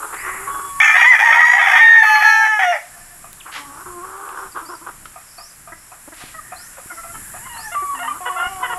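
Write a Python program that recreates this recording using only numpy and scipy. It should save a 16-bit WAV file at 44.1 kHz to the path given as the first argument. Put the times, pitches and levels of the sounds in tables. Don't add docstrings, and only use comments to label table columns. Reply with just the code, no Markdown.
import sys
import numpy as np
from scipy import signal
from scipy.fft import rfft, irfft, next_fast_len
from scipy.io import wavfile
from scipy.ndimage import uniform_filter1d, minimum_filter1d

SR = 44100
rng = np.random.default_rng(int(sys.argv[2]) if len(sys.argv) > 2 else 0)


def waveform_to_disk(signal):
    frames = np.transpose(np.atleast_2d(signal))
    scaled = np.clip(frames, -1, 1) * 32767
    samples = np.round(scaled).astype(np.int16)
    wavfile.write(sys.argv[1], SR, samples)


def boost(x):
    u = np.asarray(x, float) / 20
    return 10 ** u


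N = 387198

# (time [s], pitch [Hz], clear tone [dB], hoarse rasp [dB])
CROW_OPENING = [(.8, 897, -21, -11.5), (.93, 890, -22, -14.5), (.97, 930.6, -13, -17),
                (1.02, 969.3, -11.5, -20), (1.045, 905, -11, -17), (1.085, 1008, -11.5, -49),
                (1.12, 990.5, -9.5, -24.5), (1.155, 878, -22, -21), (1.2, 864, -37, -26)]
CROW_HOARSE = [(1.19, 865, -25, -20), (1.25, 950, -14, -15), (1.29, 912, -11, -18.5),
               (1.36, 945.7, -15.5, -16), (1.48, 963, -12.5, -21.5), (1.6, 958, -21, -20),
               (1.7, 932.6, -21.5, -14.5), (1.79, 905, -14, -12.5)]
CROW_HELD = [(1.75, 900, -16, -20.5), (1.8, 910.7, -14.5, -24.5), (1.88, 921.6, -12, -34),
             (1.97, 916.5, -12, -25.5), (2.04, 873, -19, -47)]
CROW_CLEAR = [(2.02, 869.5, -15, -29), (2.04, 870.7, -14, -23.5), (2.12, 862, -9, -31.5),
              (2.2, 851.6, -13, -23), (2.28, 843, -10, -57), (2.4, 823.4, -20, -60),
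              (2.45, 816, -19.5, -40), (2.49, 788, -25, -32)]
CROW_SECOND_MEMBRANE = [(2.22, 437.4, -29.5, -16.5), (2.26, 442, -23, -33), (2.42, 439.9, -25.5, -52),
                        (2.46, 434.2, -25.5, -26.5), (2.5, 436, -26.5, -42), (2.57, 422, -28, -43),
                        (2.6, 419, -39, -45)]
CROW_FALL = [(2.59, 790, -22, -24), (2.655, 725, -18, -24), (2.68, 720, -14, -40), (2.715, 700, -17, -30),
             (2.765, 590, -31, -29), (2.79, 545, -46, -42)]
# (multiple of pitch [1], level [dB])
OPENING_ORDERS = [(1, -19.5), (2, 2), (3, -29), (4, -42), (5, -35), (6, -31), (7, -31)]
HOARSE_ORDERS = [(1, -7.5), (2, 1.5), (3, -30), (4, -32.5), (5, -35), (6, -31.5), (7, -27)]
HELD_ORDERS = [(1, -20), (2, 5.5), (3, -22), (4, -19.5), (5, -37), (6, -43), (7, -30), (10, -80)]
CLEAR_ORDERS = [(1, -8.5), (2, -1.5), (3, -16.5), (4, -33), (5, -22), (6, -42), (7, -35), (8, -47),
                (10, -66), (12, -37.5), (18, -42)]
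SECOND_ORDERS = [(1, -33), (2, 3.5), (3, -1.5), (4, 10.5), (5, -3), (6, -9.5), (7, -14), (8, -25),
                 (10, -52), (13, -18.5), (18, -36)]
FALL_ORDERS = [(1, 0.5), (2, -10.5), (3, -15), (4, -17), (6, -43), (7, -47), (8, -24.5), (9, -33)]
# (multiple of pitch [1], level [dB])
HALF_ORDERS = [(1.5, -32), (2.5, -40), (3.5, -30), (4.5, -54), (5.5, -36.5), (7.5, -31), (9.5, -65),
               (13.5, -48), (17.5, -46)]
# (start [s], end [s], first pitch [Hz], last pitch [Hz], level [dB])
SIDE_TONES = [(.8, 0.823, 2160, 2507, -11), (0.815, 0.979, 1285, 1269, -23),
              (1.292, 1.396, 1210, 1430, -21), (1.301, 1.407, 573, 725, -37.5),
              (1.852, 2.032, 1768, 1734, -14.5), (2.055, 2.191, 1272, 1167, -26),
              (1.8, 2.053, 875, 878, -23),
              (0.962, 1.007, 987, 978, -26.5), (1.033, 1.079, 869, 1025, -21.5),
           (1.112, 1.155, 1010, 850, -20.5), (1.01, 1.039, 2414, 2290, -17), (1.15, 1.2, 1200, 1330, -31),
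           (1.198, 1.25, 721, 950, -23), (1.404, 1.45, 1252, 1233, -22.5),
           (1.695, 1.742, 1150, 1260, -21.5), (1.721, 1.76, 720, 763.4, -20.5),
           (1.86, 1.93, 2180, 2170, -32), (1.862, 1.914, 470, 490, -45.5), (2.02, 2.046, 722, 790, -24),
           (2.598, 2.66, 1965, 1940, -24), (2.712, 2.755, 1980, 1900, -26.5), (2.19, 2.24, 1200, 1300, -28),
           (.82, .93, 1800, 1750, -18), (.86, .95, 2370, 2390, -19), (.81, .838, 3420, 3420, -30),
           (.828, .86, 2620, 2600, -22), (.965, 1.03, 2800, 2900, -31), (.965, 1.0, 3800, 3900, -40),
           (1.145, 1.175, 2420, 2380, -24), (1.2, 1.245, 2380, 2450, -24), (1.8, 1.86, 2300, 2250, -22),
           (1.95, 2.0, 2250, 2200, -27), (1.62, 1.66, 3400, 3380, -33), (1.74, 1.77, 3330, 3400, -31)]
SUM_TONES = [(1.83, 2.013, 5250, 5230, -53), (1.86, 1.994, 5620, 5600, -60), (1.863, 2.01, 6140, 6100, -50),
             (1.897, 2.033, 4400, 4330, -50)]
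# (time [s], level [dB])
SWOOPS = [
    (1.54, -23),
    (1.61, -25.5),
    (1.67, -23.5),
    (1.72, -41),
]
SWOOP_S, SWOOP_FROM_HZ, SWOOP_TO_HZ = 0.044, 725, 890

# (frequency [Hz], level [dB per Hz])
CROW_THROAT = [(350, -28.5), (560, -33.5), (810, 2.5), (1050, -14.5), (1250, -3), (1520, -6.5), (1800, 5),
               (2350, -1.5), (2750, -17), (3400, -13), (3900, -42.5), (5600, -19.5), (7000, -32),
               (15000, -35.5)]
HEN_THROAT = [(290, -16.5), (681, -20.5), (850, -12.5), (1050, -4), (1500, -7), (2050, -30), (3500, -33),
              (4550, -51)]
FAR_THROAT = [(350, -18), (650, -3.5), (1200, 6.5), (2000, -2.5), (2400, -16.5), (2950, -3), (3250, -18.5),
              (4500, -49)]
# (frequency [Hz], level [dB])
HEN_VOICE = [(240, 1), (400, 0.5), (560, -10), (740, -5.5), (1100, 8), (1300, 2), (1600, -29), (3400, -31)]
NEAR_HEN_VOICE = [(240, 8), (370, -18.5), (740, -2), (1100, -0.5), (1450, -25), (2200, -22), (3400, -29)]
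SHED_THROAT = [(500, -16), (670, -10), (1320, 3), (2000, -6), (2650, -31), (3300, -36)]
# (start [s], length [s], pitch [Hz], clear tone [dB], hoarse rasp [dB])
GROANS = [
    (3.855, 0.65, 394, -39.5, -31),
]
LEAD_INS = [
    (3.55, .29, 284.3, -41.5, -36.5),
    (7.93, .26, 263, -41.5, -37.5),
]
BARKS = [(3.45, 0.062, 321, -47.5, -40), (4.544, 0.085, 357, -44.5, -29), (4.62, 0.056, 320.4, -41, -45),
         (4.684, 0.077, 350, -39, -33.5), (4.81, 0.078, 327, -46, -47), (4.86, 0.046, 349, -42, -29)]
# (share of length [1], pitch ratio [1], tone [dB], rasp [dB])
GROAN_SHAPE = [(0, .92, 1.5, -5), (.18, .89, 4.5, -17), (0.229, .88, 5, -18), (.31, .98, 4, -6),
               (.4, .96, 0.5, -7), (.55, 1.01, 2.5, -4.5), (.7, 1.0, -2.5, -1), (0.922, .98, 0.5, -0.5),
               (1, .94, -13, -22)]
LEAD_SHAPE = [(0, 1.03, -3, 2.5), (0.449, .99, 1, -14), (.72, 1.0, -1.5, -2.5), (1, 1.4, -1.5, -2)]
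BARK_SHAPE = [(0, 0.88, 5, -5), (0.25, 1.06, 4, 0), (0.6, 1.0, -5, 0), (.9, .92, 1, -3.5),
              (1.05, .86, -2, -22)]
# (time [s], pitch [Hz], clear tone [dB], hoarse rasp [dB])
FIRST_GROAN = [(0, 401, -47, -32), (.05, 439, -34, -30.5), (.1, 400.4, -51, -35.5), (.14, 420, -39.5, -31),
               (.22, 381, -56, -37.5), (.27, 371.8, -33.5, -30.5), (.42, 393.4, -39.5, -32),
               (.6, 390.6, -39.5, -33), (.7, 366, -47, -44)]
NEAR_GROAN = [(8.205, 362, -31, -47), (8.418, 369, -32, -39), (8.5, 391, -32, -67), (8.62, 365, -32.5, -32),
              (8.79, 364, -28.5, -43)]
# (start [s], end [s], first pitch [Hz], last pitch [Hz], level [dB])
FAR_CLEAR = [
    (8.365, 8.478, 671.7, 726, -21),
]
FAR_HOARSE = [(7.141, 7.181, 432, 427, -35), (7.363, 7.45, 813, 984, -40), (7.455, 7.49, 1016, 1018, -34),
              (7.495, 7.714, 968, 827, -36.5), (7.72, 7.756, 670, 679, -24), (8.26, 8.295, 480, 459, -19.5),
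              (8.385, 8.485, 351.6, 357.7, -27.5), (8.075, 8.09, 955, 1010, -22.5),
              (7.95, 7.985, 983, 876, -29), (7.994, 8.034, 691, 697, -23), (8.028, 8.078, 924, 909, -26.5),
              (8.63, 8.668, 491.6, 471, -19), (8.7, 8.745, 482, 447, -22)]
WHISTLES = [(0.472, 0.801, 1126, 1120, -26), (0.61, 0.797, 940, 930, -45), (0.6, .797, 1710, 1800, -48.5),
            (3.365, 3.43, 1275, 970, -56), (3.385, 3.45, 1400, 1840, -62),
            (7.748, 7.947, 1173, 1119, -20.5), (8.083, 8.12, 1188, 1153, -18.5),
            (8.325, 8.356, 1740, 1770, -33), (8.299, 8.322, 1120, 1000, -20.5),
            (8.69, 8.708, 1900, 1000, -31), (8.145, 8.17, 1369, 1290, -37), (8.088, 8.13, 2400, 2340, -41),
            (.5, 0.72, 3375, 3362, -53)]
SHED_CALLS = [(6.345, 6.4, 637, 620, -33.5), (6.903, 6.93, 717, 634, -27), (6.974, 7.008, 666, 651, -30.5),
              (7.036, 7.126, 665, 669, -35)]
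# (multiple of pitch [1], level [dB])
WHISTLE_ORDERS = [(1, 0.5), (2, -28), (3, -40)]
CLEAR_RASP_DB, HOARSE_RASP_DB = -25, -7.5

# (time [s], peak level [dB])
CLUCKS = [(2.965, -37.5), (3.24, -32), (5.158, -30.5), (5.381, -28.5), (5.673, -30), (5.916, -29),
          (6.206, -31), (6.518, -23.5), (6.77, -29), (7.034, -32), (7.336, -27), (7.589, -28)]
# (frequency [Hz], width [Hz], level [dB])
CLUCK_THROAT = [(715, 38, 3.5), (950, 120, -12.5), (1216, 31, 6), (1460, 490, -11.5), (2490, 71, -10)]
CLUCK_T60_S = 0.17
# (time [s], peak level [dB], pitch [Hz], overtone tilt [dB], fade T60 [s])
PIPS = [(5.719, -43, 304.6, 1.5, 0.025), (6.075, -38, 286, -2.5, 0.0084), (6.12, -43.5, 330, 0, 0.061),
        (6.779, -36, 521, -9, 0.017), (6.92, -43, 328, -2, 0.14), (7.82, -35, 356, -2, 0.046)]

# (time [s], peak level [dB], ring [Hz])
PECKS = [(0.1431, -24, 1240), (3.3303, -40, 2510), (4.2894, -25, 1027), (5.0559, -22.5, 1290),
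         (8.5215, -29, 1135), (8.5594, -28, 1110)]
THUMPS = [(4.089, -37, 356), (6.239, -22, 128), (6.859, -25, 127), (8.469, -18.5, 50), (8.549, -23, 80.7)]
PECK_T60_S, THUMP_T60_S = 0.041, 0.018
# (time [s], peak level [dB])
TICKS = [
    (3.330, -27),
    (5.108, -42),
    (5.56, -41),
    (6.861, -38),
]

# (start [s], end [s], first pitch [Hz], last pitch [Hz], level [dB])
CHIRPS = [(0.177, 0.329, 4560, 6680, -44), (7.25, 7.37, 14300, 14600, -45), (3.4, 3.42, 3880, 2100, -32),
          (4.653, 4.745, 4520, 5800, -40.5), (5.376, 5.493, 4350, 6320, -36.5),
          (6.557, 6.683, 4010, 6670, -39), (7.538, 7.59, 4060, 4170, -43), (7.576, 7.655, 4200, 5570, -35),
          (7.647, 7.693, 5450, 6600, -36)]
# (time [s], level [dB])
TWEETS = [(4.515, -39), (4.745, -39), (5.277, -45), (5.305, -44), (5.498, -39)]
TWEET_S, TWEET_FROM_HZ, TWEET_TO_HZ = 0.018, 5250, 4520

# (start [s], length [s], centre [Hz], level [dB], width [octaves])
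AIR_RUSHES = [(0.121, 0.4, 1930, -32.5, 0.21), (0.792, 0.15, 6500, -33, 0.11),
              (3.455, 0.065, 1230, -38, 0.44), (3.512, 0.12, 1760, -32, 0.71),
              (6.13, 0.25, 2090, -43, 0.88), (7.152, 0.47, 1690, -46.5, 0.18),
              (2.75, 0.51, 1750, -51, 0.021), (2.751, 0.64, 715, -55.5, 0.052),
              (6.329, 0.48, 1820, -49.5, 0.094), (6.5, 0.45, 1430, -51.5, .05),
              (7.584, 0.2, 1770, -40, 0.033)]
# (share of length [1], level [dB])
RUSH_SHAPE = [(0, -7.5), (.35, 0), (.65, -4), (1, -19)]

# (frequency [Hz], level [dB per Hz])
INSECTS = [(4500, -30), (5230, -22), (6300, -13), (7150, 6), (9500, 2.5), (11300, 8.5), (12500, -8),
           (15600, -17.5)]
AIR = [(88, -23), (150, -5.5), (210, -15), (477, 1.5), (1620, 10.5), (3680, -4), (6250, -1), (7000, 1.5)]
RUMBLE = [(8.8, -38), (15, 4.5), (40, -5), (65, -7), (128, -7), (300, -15), (390, -16), (660, -120)]
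CRICKET = [(4300, -22), (4800, -10), (5300, 1.5), (5800, -2), (6300, -22)]
INSECT_DB, AIR_DB, RUMBLE_DB, CRICKET_DB = -38, -46.5, -50, -62.5
# (time [s], gain [dB])
FACING = [(.8, 2), (2.9, -5), (4.3, -4.5), (5.8, -8), (7.3, 1), (8.2, -0.5), (8.78, -1)]
AIR_SHARE, RUMBLE_SHARE = 0.48, 0.6
DUCK_FROM_DB, DUCK_RELEASE_S = -23.5, 0.19
INSECT_DUCK, AIR_DUCK, RUMBLE_DUCK = 0.21, -0.33, 0.72
ECHO_T60_S, ECHO_DB = .32, -10


def unit(x):
    return x / np.sqrt(np.mean(x ** 2) + 1e-18)


def curve(points, hz):
    f, db = np.transpose(points)
    return np.interp(np.log(np.maximum(hz, 1)), np.log(f), db, left=-90, right=-90)


def colour(x, points):
    size = next_fast_len(len(x))
    gain = boost(curve(points, np.fft.rfftfreq(size, 1 / SR)))
    return unit(irfft(rfft(x, size) * gain, size)[:len(x)])


def walk(n, rate):
    k = max(int(SR / rate), 1)
    held = np.repeat(rng.standard_normal(n // k + 1), k)
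    return 1.3 * uniform_filter1d(uniform_filter1d(held, k), k)[:n]


def unroll(table, fade_s=0.0029):
    s, *columns = np.transpose(table)
    t = np.arange(max(int(s[0] * SR), 0), min(int(s[-1] * SR), N)) / SR
    edge = np.clip(np.minimum(t - s[0], s[-1] - t) / fade_s, 0, 1)
    return int(round(t[0] * SR)), edge, [np.interp(t, s, c) for c in columns]


def add(out, start, x):
    out[start:start + len(x)] += x[:len(out) - start]


def yard(birds):
    facing_db = np.interp(np.arange(N) / SR, *np.transpose(FACING))
    power = uniform_filter1d(birds ** 2, size=5000, origin=2300)
    over_db = np.maximum(10 * np.log10(power + 1e-9) - DUCK_FROM_DB, 0)
    keep = np.exp(-1 / (max(DUCK_RELEASE_S, .05) * SR))
    over_db = np.maximum(over_db, signal.lfilter([1 - keep], [1, -keep], over_db))
    insect_db = INSECT_DB + facing_db - INSECT_DUCK * over_db + .5 * walk(N, 16)
    air_db = AIR_DB + AIR_SHARE * facing_db - AIR_DUCK * over_db + 0.3 * walk(N, 6.7)
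    rumble_db = RUMBLE_DB + RUMBLE_SHARE * facing_db - RUMBLE_DUCK * over_db + 2.8 * walk(N, 8.4)
    cricket_db = CRICKET_DB + 4.2 * walk(N, 9)
    noise = rng.standard_normal((4, N))
    insects = colour(noise[0], INSECTS) * boost(insect_db)
    air = colour(noise[1], AIR) * boost(air_db)
    rumble = colour(noise[2], RUMBLE) * boost(rumble_db)
    cricket = colour(noise[3], CRICKET) * boost(cricket_db)
    return insects + cricket + air + rumble


def wings():
    out = np.zeros(N)
    for s, length, hz, peak_db, octaves in AIR_RUSHES:
        swell = np.array(RUSH_SHAPE) * [length, 1] + [s, peak_db]
        start, edge, (db,) = unroll(swell, fade_s=0.011)
        grain = rng.standard_normal(len(db)) * boost(2.0 * walk(len(db), 159.0))
        band = [(hz * 2 ** (octaves * k), -7.0 * abs(k)) for k in range(-3, 4)]
        add(out, start, edge * boost(db + 2.5) * colour(grain, band))
    return out


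def echo(x):
    t = np.arange(SR // 2) / SR
    tail = colour(rng.standard_normal(len(t)), [(200, -8.5), (800, -16.0), (3000, -9.0), (9000, -5.5)])
    tail = tail * boost(-60 * t / ECHO_T60_S) * (t > .012)
    return signal.fftconvolve(x, tail / np.sqrt(np.sum(tail ** 2)))[:N] * boost(ECHO_DB)


def pecks():
    out, t = np.zeros(N), np.arange(SR // 10) / SR
    for hits, t60 in [(PECKS, PECK_T60_S), (THUMPS, THUMP_T60_S)]:
        fade = boost(-60 * t / max(t60, .005))
        for s, db, hz in hits:
            ring = np.sin(2 * np.pi * hz * t)
            band = [(hz / 3, -20), (hz, 0), (3 * hz, -8), (6 * hz, -25)]
            crack = colour(rng.standard_normal(len(t)), band)
            add(out, int(s * SR), boost(db) * fade * (.5 * ring + 0.31 * crack))
    for s, db in TICKS:
        add(out, int(s * SR), boost(db) * boost(-60 * t / 0.005) * rng.standard_normal(len(t)))
    return out


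def songbird():
    out = np.zeros(N)
    tweets = [(s, s + TWEET_S, TWEET_FROM_HZ, TWEET_TO_HZ, db) for s, db in TWEETS]
    for s0, s1, hz0, hz1, peak_db in CHIRPS + tweets:
        start, edge, (hz, db) = unroll([(s0, hz0, peak_db), (s1, hz1, peak_db - 6.5)])
        n = len(hz)
        step = np.arange(n) / SR * 38 % 1
        trill = boost(db + 1 * walk(n, 140)) * (1 - 0.61 * np.cos(np.pi * step) ** 2)
        waver = 1 + 0.0096 * np.sin(2 * np.pi * step) + 0.016 * walk(n, 212.4)
        add(out, start, edge * trill * np.sin(2 * np.pi * np.cumsum(hz * waver) / SR))
    return out


def rasp(hz, throat, jitter, throb_db, beat_hz, side_share):
    n = len(hz)
    cycles = np.cumsum(hz * np.exp(jitter * walk(n, 700)) / SR)
    closures = np.diff(np.floor(cycles), prepend=0) * boost(3.0 * rng.standard_normal(n))
    steady_phase = 2 * np.pi * np.cumsum(hz) / SR
    steady = sum(np.cos(k * steady_phase + k * k) for k in range(1, 5))
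    wandering_hz = beat_hz * np.exp(.3 * walk(n, 40) + .33 * walk(n, 150))
    beat = np.sin(2 * np.pi * np.cumsum(wandering_hz) / SR)
    side_tones = colour(steady * beat, throat) * boost(4 * walk(n, 45))
    ringing = colour(closures, throat) + side_share * side_tones
    return unit(ringing * boost(throb_db * walk(n, 70.65)))


def voice(out, table, orders, throat, wobble=.004, jitter=.5, throb_db=10.5, rasp_gain_db=0, beat_hz=150,
          side_share=0.57, fade_s=0.0015, flutter_db=2.5, halves=None, pulse=0):
    start, edge, (hz, tone_db, rasp_db) = unroll(table, fade_s)
    n = len(hz)
    phase = 2 * np.pi * np.cumsum(hz * (1 + wobble * walk(n, 40 * flutter_db))) / SR
    if orders[0][0] == 1:
        gains = [boost(curve(orders, k)) for k in range(1, int(orders[-1][0]) + 1)]
    else:
        gains = [boost(curve(orders, k * hz)) for k in range(1, 10)]
        gains = gains / np.sqrt(np.sum(np.square(gains), axis=0))
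    tone = np.zeros(n)
    for k, gain in enumerate(gains):
        flutter = boost(flutter_db * walk(n, 18 * flutter_db))
        tone += gain * flutter * np.sin((k + 1) * phase + k * k)
    if halves:
        for k in np.arange(1.5, 18):
            tone += boost(curve(halves, k) + 4 * walk(n, 18)) * np.sin(k * phase + k * k)
    hoarse = rasp(hz, throat, jitter, throb_db, beat_hz, side_share) * boost(rasp_db + rasp_gain_db)
    if pulse:
        hoarseness = np.clip((rasp_db - tone_db + 18) / 12, 0, 1)
        stutter = np.sin(2 * np.pi * np.cumsum(58 * np.exp(.25 * walk(n, 30))) / SR)
        edge = edge * (1 + pulse * hoarseness * stutter)
    add(out, start, edge * (np.sqrt(2) * tone * boost(tone_db) + hoarse))


def hens():
    out = np.zeros(N)
    for calls, shape in [(GROANS, GROAN_SHAPE), (LEAD_INS, LEAD_SHAPE), (BARKS, BARK_SHAPE)]:
        for s, length, hz, tone_db, rasp_db in calls:
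            note = np.array(shape) * [length, hz, 1, 1] + [s, 0, tone_db, rasp_db]
            voice(out, note, HEN_VOICE, HEN_THROAT, wobble=.009, throb_db=1.5, beat_hz=90, fade_s=.009)
    voice(out, FIRST_GROAN, HEN_VOICE, HEN_THROAT, wobble=0.0241, throb_db=3.0, beat_hz=90.0)
    voice(out, NEAR_GROAN, NEAR_HEN_VOICE, HEN_THROAT, wobble=0.0096, throb_db=1.5, beat_hz=85.3)
    for calls, orders, throat, under_db in [(FAR_CLEAR, FAR_THROAT, FAR_THROAT, CLEAR_RASP_DB),
                                            (FAR_HOARSE, FAR_THROAT, FAR_THROAT, HOARSE_RASP_DB),
                                            (WHISTLES, WHISTLE_ORDERS, FAR_THROAT, -24),
                                            (SHED_CALLS, SHED_THROAT, SHED_THROAT, -13)]:
        for s0, s1, hz0, hz1, db in calls:
            rise = 1 + min(.04, .0013 / (s1 - s0))
            onset = (s0 - .006, hz0, db - 0.5, db + under_db + 2.0)
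            arch = ((s0 + s1) / 2, rise * (hz0 + hz1) / 2, db - 4.5, db + under_db)
            end = (s1 + 0.0045, hz1, db - 3.0, db + under_db - 8.5)
            voice(out, [onset, arch, end], orders, throat, wobble=min(.014, .0014 / (s1 - s0)),
                  fade_s=.011, flutter_db=3.3)
    return out


def rooster():
    out = np.zeros(N)
    rough = dict(rasp_gain_db=4, throb_db=3.2, flutter_db=4, pulse=.55, fade_s=.0032)
    held = dict(rasp_gain_db=8, throb_db=2.4, flutter_db=1.2, fade_s=.0032)
    clear = dict(rasp_gain_db=7, throb_db=2.4, flutter_db=2.2, fade_s=.012, halves=HALF_ORDERS)
    late = dict(rasp_gain_db=6, throb_db=2.4, flutter_db=2.2, fade_s=.0032)
    for note, orders, wobble, manner in [(CROW_OPENING, OPENING_ORDERS, .0101, rough),
                                         (CROW_HOARSE, HOARSE_ORDERS, .013, rough),
                                         (CROW_HELD, HELD_ORDERS, .003, held),
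                                         (CROW_CLEAR, CLEAR_ORDERS, .002, clear),
                                         (CROW_SECOND_MEMBRANE, SECOND_ORDERS, .0015, late),
                                         (CROW_FALL, FALL_ORDERS, .008, late)]:
        voice(out, note, orders, CROW_THROAT, wobble=wobble, beat_hz=300, side_share=1.3, **manner)
    swoops = [(s, s + SWOOP_S, SWOOP_FROM_HZ, SWOOP_TO_HZ, db) for s, db in SWOOPS]
    for s0, s1, hz0, hz1, db in SIDE_TONES + SUM_TONES + swoops:
        voice(out, [(s0, hz0, db, -60), (s1, hz1, db, -60)], [(1, 1.0), (2, -48)], CROW_THROAT,
              wobble=min(.0092, .0005 / (s1 - s0)), fade_s=0.0076)
    return out


def clucks():
    out, t = np.zeros(N), np.arange(SR // 4) / SR
    f = np.fft.rfftfreq(len(t), 1 / SR)
    throat = sum(boost(db) / (1 + ((f - hz) / width) ** 2) for hz, width, db in CLUCK_THROAT)
    envelope = np.minimum(t / 0.003, 1) * boost(-60 * np.maximum(t - .012, 0) / CLUCK_T60_S)
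    for s, db in CLUCKS:
        puff = unit(irfft(rfft(rng.standard_normal(len(t))) * throat, len(t)))
        add(out, int(s * SR), 0.42 * boost(db) * envelope * puff)
    for s, db, hz, tilt_db, t60 in PIPS:
        bend = 1 + 0.059 * np.exp(-t / 0.0061) + 0.053 * walk(len(t), 195)
        phase = 2 * np.pi * np.cumsum(hz * bend) / SR
        tone = sum(boost(tilt_db * (k - 1)) * np.sin(k * phase) for k in range(1, 7))
        fade = boost(-60 * np.maximum(t - .015, 0) / max(t60, .01))
        add(out, int(s * SR), boost(db) * np.minimum(t / 0.0031, 1) * fade * tone)
    return out


def scene():
    birds = rooster() + hens() + clucks() + pecks() + songbird() + wings()
    return (birds + echo(birds) + yard(birds))[None]


def top_cut(x):
    return signal.sosfilt(signal.butter(12, 15500, fs=SR, output="sos"), x)


def record(dry):
    room = np.minimum(1, .97 / (np.abs(dry) + 1e-9))
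    gain = uniform_filter1d(minimum_filter1d(room, size=301), size=151)
    return top_cut(dry * gain)


dry = scene()
out = record(dry)
waveform_to_disk(out)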